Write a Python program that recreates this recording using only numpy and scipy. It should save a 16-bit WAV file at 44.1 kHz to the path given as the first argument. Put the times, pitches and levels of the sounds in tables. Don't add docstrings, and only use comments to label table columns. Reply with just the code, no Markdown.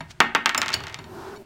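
import sys
import numpy as np
from scipy import signal
from scipy.fft import rfft, irfft
from scipy.io import wavfile

SR = 44100
rng = np.random.default_rng(int(sys.argv[2]) if len(sys.argv) > 2 else 0)


def waveform_to_disk(signal):
    frames = np.transpose(np.atleast_2d(signal))
    scaled = np.clip(frames, -1, 1) * 32767
    samples = np.round(scaled).astype(np.int16)
    wavfile.write(sys.argv[1], SR, samples)


N = 63945

# (time [s], tick level [dB], knock level [dB], brightness [dB per octave])
BOUNCES = [(0.2038, 3, -1, -1.96), (0.3497, -3.5, -5, -1.6), (0.4591, .5, -6, 0), (0.4936, -7.5, -12, -0.3),
           (0.5475, -5.5, -12.5, -1.4), (0.6173, -4, -12, 1.3), (.6300, -15, -17, -0.5),
           (0.6607, -14.5, -20, -1.5), (0.6821, -11.5, -19.5, 2.5), (0.6905, -13, -19, -0.2),
           (0.7036, -15.5, -22.5, -3.1), (0.7189, -30, -26, 4.5), (0.7294, -20, -28, 5),
           (0.7321, -33, -21, 12.5), (.805, -22.5, -30, -4), (.8375, -28, -25, 2.9),
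           (0.8692, -21, -26, 1.7), (0.882, -34.5, -36.5, 9), (0.897, -31, -29.5, 0.5),
           (0.9262, -34, -34.5, 4), (0.9441, -16, -26, 3.1)]
KNOCK_LAG_S = 0.0008


def bounces():
    out, contact = np.zeros(N), tick()
    for s, tick_db, knock_db, slope_db in BOUNCES:
        add(out, s - TICK_LEAD_S, amp(tick_db) * brighten(contact, slope_db))
        add(out, s + KNOCK_LAG_S, amp(knock_db) * brighten(knock(), slope_db))
    return out


# (pitch [Hz], level [dB])
TICK_TONE = [(30, -48), (150, -37), (500, -9), (1100, 5.5), (2500, 2.5), (4000, 1.5), (7800, -6),
             (10500, -24.5), (13000, -26), (16000, -26.5)]
TICK_DB, TICK_LEAD_S = 12, 0.001
SPREAD_S = 0.001296


def tick():
    hz = freqs()
    chirp = 4 * np.pi * SPREAD_S * (np.sqrt(1000 * hz) - hz / 2 * np.sqrt(1 / 7))
    phase = chirp + 2 * np.pi * hz * TICK_LEAD_S
    wave = irfft(amp(TICK_DB + read(TICK_TONE, hz)) * np.exp(-1j * phase), N)
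    return wave * (np.arange(N) < N // 8)


# (pitch [Hz], level [dB], time to fade by 60 dB [s])
TABLE_RING = [(61.3, -34, 0.21), (215, -18.5, 0.34), (377, -12.5, 0.19), (550, -23, 0.16), (660, -11, 0.13),
              (860, -6, .1), (1420, 1.5, 0.075), (2600, -4, 0.093), (3880, -4, 0.02), (4870, -20.5, 0.079),
              (6600, -13.5, 0.019), (9400, -38, .035), (12300, -32, 0.078), (16000, -43, 0.03)]
# (pitch [Hz], level [dB], fade time [s])
TABLE_NOTES = [(173.2, -20, 0.61), (233.4, -11, 0.42), (275.5, -10, 0.29), (375.2, -10.5, 0.23),
               (831, -8, 0.28), (905, 5, 0.16), (1112, 2, 0.15), (1260, 5.5, 0.15), (1363, 4, 0.12),
               (1552, -5.5, 0.25), (1550, -13, 0.55), (1694, -6, 0.35), (1846, 5, 0.18), (1950, -22, .17),
               (2090, 1.5, 0.15), (2230, 0, 0.17), (2710, 0, 0.08), (2710, -1, 0.058), (3320, -2, 0.08),
               (3668, -3.5, 0.12)]
TABLE_RING_DB, TABLE_NOTES_DB = 0.5, -24
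TABLE_LOW_HZ = 156


def knock():
    top = amp(TABLE_RING_DB) * fading_noise(TABLE_RING) + amp(TABLE_NOTES_DB) * ring(TABLE_NOTES)
    return signal.sosfilt(signal.butter(2, TABLE_LOW_HZ, "high", fs=SR, output="sos"), top)


# (time [s], ring level [dB], rasp level [dB], knock level [dB])
CLINKS = [(0.5769, -13.5, -16.5, -16), (.7390, -14, -14.5, -21.5)]
# (pitch [Hz], level [dB], fade time [s])
HIGH_CLINK = [(657, -14, 0.11), (2163, -8, 0.026), (2573, -18, 0.045), (5280, -4.5, 0.048),
              (7170, 3, 0.024), (7660, -27, .026), (8830, -11, .025), (11100, -18, .025),
              (11980, -15, 0.04), (15300, -15, .03)]
LOW_CLINK = [(656, -14.5, 0.088), (2915, -12, 0.11), (4492, 5.5, 0.025), (4770, -5, 0.023),
             (5480, -14, 0.048), (6840, -13, 0.067), (8500, -27, 0.03), (9380, -15.5, 0.033),
             (11700, -29, 0.019), (15700, -19, .03)]
# (pitch [Hz], level [dB], fade time [s])
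RASP = [(300, -30, 0.025), (1500, 5, 0.052), (4500, -4, 0.03), (8000, -4.5, 0.028), (11000, -25, 0.048),
        (15500, -10, 0.025)]
CLINK_KNOCK_LAG_S = 0.00201
CLINK_BLUR_HZ = 105


def clinks():
    steel, wood = np.zeros(N), np.zeros(N)
    rise = fade_in(METAL_RISE_S)
    for (s, ring_db, rasp_db, knock_db), notes in zip(CLINKS, [HIGH_CLINK, LOW_CLINK]):
        ringing = amp(ring_db) * ring(notes, CLINK_BLUR_HZ)
        rasp = amp(rasp_db) * fading_noise(RASP)
        add(steel, s, rise * (ringing + rasp))
        add(wood, s + CLINK_KNOCK_LAG_S, rise * amp(knock_db) * brighten(knock(), slope_db=-3))
    return steel, wood


# (time [s], ring level [dB], brightness [dB per octave], knock level [dB], thud level [dB])
CLANKS = [(.0058, -33, -1, -28, -34.5), (0.9883, -37, 2.2, -31, -40.5), (1.041, -46.5, 4.5, -35.5, -50),
          (1.361, -44.5, 3, -61, -66), (1.37, -47, 2.5, -65, -57)]
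# (pitch [Hz], level [dB], fade time [s])
CRANK_NOTES = [(647, -1, 0.059), (935, 6.5, 0.041), (1595, -2.5, 0.041), (2270, -5.5, 0.057),
               (3010, -15.5, .09), (3760, -2, 0.023), (4390, -3, 0.035), (5630, -4, 0.019),
               (7060, -6.5, 0.028), (9970, -14.5, 0.035)]
DRUM_NOTES = [(155, 1, .22), (273, -7, 0.35)]
METAL_RISE_S = 0.0017


def clanks():
    steel, wood = np.zeros(N), np.zeros(N)
    for s, ring_db, slope_db, knock_db, thud_db in CLANKS:
        ringing = amp(ring_db) * brighten(ring(CRANK_NOTES), slope_db)
        thud = amp(thud_db) * ring(DRUM_NOTES)
        add(steel, s, fade_in(METAL_RISE_S) * (ringing + thud))
        add(wood, s, amp(knock_db) * knock())
    return steel, wood


# (time [s], pitch [Hz], level [dB])
GROAN = [(1, 383, -59), (1.11, 374.6, -48.5), (1.2, 351.4, -43), (1.245, 346, -49.5), (1.275, 364.2, -37),
         (1.305, 402, -42.5), (1.37, 416, -46), (1.42, 417, -59)]
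GROAN_WAVER_HZ = 19.2


def groan():
    waver = unit(signal.sosfilt(signal.butter(2, 60, fs=SR, output="sos"), rng.standard_normal(N)))
    hz = curve(GROAN) + GROAN_WAVER_HZ * waver
    note = unit(np.sin(2 * np.pi * np.cumsum(hz) / SR))
    return note * amp(curve(GROAN, axis=2)) * (times() > GROAN[0][0])


# (time [s], level [dB])
SLIDE_LEVEL = [(.75, -42), (1.06, -51.5), (1.14, -45.5), (1.22, -40), (1.29, -41), (1.36, -44.5),
               (1.4, -73.5), (1.42, -82)]
# (pitch [Hz], level [dB])
SLIDE_TONE = [(100, -33), (240, -7), (420, 7), (520, -3), (900, 7.5), (1150, -1), (1450, 2), (2100, -12.5),
              (5000, -15), (10000, -27.5), (16000, -31)]


def slide():
    return noise(SLIDE_TONE) * amp(curve(SLIDE_LEVEL)) * (times() > SLIDE_LEVEL[0][0])


# (time [s], level [dB])
HOLLOW_LEVEL = [(0, -52), (.15, -61), (.7, -48), (.95, -56.5), (1.06, -47.5), (1.15, -42), (1.25, -49),
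                (1.42, -44), (1.45, -62)]
# (pitch [Hz], level [dB])
HOLLOW_TONE = [(100, -35), (180, -9.5), (245, -3), (310, -14.5), (385, 0), (490, -29), (620, -9.5),
               (800, -18.5), (2000, -40.5)]


def hollow():
    return noise(HOLLOW_TONE) * amp(curve(HOLLOW_LEVEL))


# (time [s], level [dB])
RUMBLE_LEVEL = [(0, -50.5), (.18, -52), (.52, -66.5), (.6, -48), (.73, -49), (.765, -41.5), (.87, -45.5),
                (.93, -48), (1.02, -48), (1.12, -46), (1.28, -50.5), (1.33, -52), (1.45, -63)]
# (pitch [Hz], level [dB])
RUMBLE_TONE = [(25, -22), (60, -15), (85, 6), (115, 1), (160, -4), (230, -30), (600, -47), (2000, -73)]


def rumble():
    return noise(RUMBLE_TONE) * amp(curve(RUMBLE_LEVEL))


# (pitch [Hz], level [dB])
SCUFF_TONE = [(300, -18), (1500, 0), (4400, 0), (6000, -3), (9000, -11.5), (12000, -25), (16000, -24)]
SCUFF_AT_S, SCUFF_WIDTH_S, SCUFF_DB = 0.1105, 0.0065, -41


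def scuff():
    return noise(SCUFF_TONE) * amp(SCUFF_DB) / (1 + ((times() - SCUFF_AT_S) / SCUFF_WIDTH_S) ** 2)


# (pitch [Hz], level [dB], fade time [s])
ECHO = [(100, -0.5, 0.34), (367, -3, 0.42), (520, -4.5, 0.47), (900, -6.5, 0.42), (2700, -2, 0.4),
        (5030, -7.5, 0.27), (7900, -10, 0.22), (15000, 3, 0.11)]
ECHO_DB, ECHO_RISE_S, METAL_ECHO_DB = -38.5, 0.017, 1.5


def room_echo(x):
    tail = fading_noise(ECHO) * fade_in(ECHO_RISE_S) ** 2
    return amp(ECHO_DB) * signal.fftconvolve(x, tail)[:N]


# (pitch [Hz], level [dB])
AIR_TONE = [(20, 1.5), (80, 1), (250, -23), (550, -19.5), (1500, -11), (4000, -22), (9000, -29.5),
            (16000, -54)]
AIR_DB = -56.5


def air():
    return amp(AIR_DB) * noise(AIR_TONE)


def amp(db):
    return 10 ** (np.asarray(db) / 20)


def unit(x):
    return x / np.sqrt(np.mean(x ** 2) + 1e-20)


def times():
    return np.arange(N) / SR


def freqs():
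    return np.fft.rfftfreq(N, 1 / SR)


def read(points, hz, axis=1):
    table = np.transpose(points)
    return np.interp(np.log(hz + 1), np.log(table[0]), table[axis])


def curve(points, axis=1):
    table = np.transpose(points)
    return np.interp(times(), table[0], table[axis])


def fade_in(seconds):
    return np.minimum(times() / seconds, 1)


def add(mix, s, sound):
    part = mix[max(round(s * SR), 0):][:len(sound)]
    part += sound[:len(part)]


def noise(tone):
    return unit(irfft(rfft(rng.standard_normal(N)) * amp(read(tone, freqs())), N))


def fading_noise(table):
    t, out = times(), np.zeros(N)
    centres = np.geomspace(350, 17500, num=28) - 300
    place = np.interp(freqs(), centres, np.arange(len(centres)))
    white = rfft(rng.choice([-1., 1.], N))
    for k, centre in enumerate(centres):
        share = np.maximum(1 - abs(place - k), 0)
        fade = amp(-60 * t / max(read(table, centre, axis=2), .005))
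        band = irfft(white * share, N) * fade
        even_out = np.sqrt(share.mean() * np.sum(fade ** 2) / np.sum(band ** 2))
        out += band * even_out * amp(read(table, centre))
    return out


def ring(notes, blur_hz=0):
    t, out = times(), np.zeros(N)
    step = np.sqrt(2 * np.pi * blur_hz / SR)
    for hz, db, fade_s in notes:
        wander = np.cumsum(rng.standard_normal(N)) * step if blur_hz else 0
        out += amp(db - 60 * t / fade_s) * np.sin(2 * np.pi * (hz * t + rng.random()) + wander)
    return out


def brighten(x, slope_db, peak_hz=5100):
    octaves = np.log2(np.maximum(freqs(), 200) / peak_hz)
    gain_db = slope_db * (np.log2(peak_hz / 2000) - abs(octaves))
    size = 2 * N
    log_gain = np.log(amp(np.interp(abs(np.fft.fftfreq(size, 1 / SR)), freqs(), gain_db)))
    response = np.exp(np.conj(signal.hilbert(log_gain)))[:N + 1]
    return irfft(rfft(x, size) * response, size)[:N]


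def scene():
    clink_steel, clink_wood = clinks()
    clank_steel, clank_wood = clanks()
    steel = clink_steel + clank_steel
    wood = clink_wood + clank_wood + bounces()
    echo = room_echo(wood + amp(METAL_ECHO_DB) * steel)
    handling = groan() + slide() + scuff() + hollow() + rumble()
    return (wood + steel + echo + handling + air())[None]


def record(dry):
    treble_cut = signal.firwin(255, 16200, window=("kaiser", 8), fs=SR)
    return signal.oaconvolve(np.clip(dry, -1, 1), treble_cut[None], "same")


dry = scene()
out = record(dry)
waveform_to_disk(out)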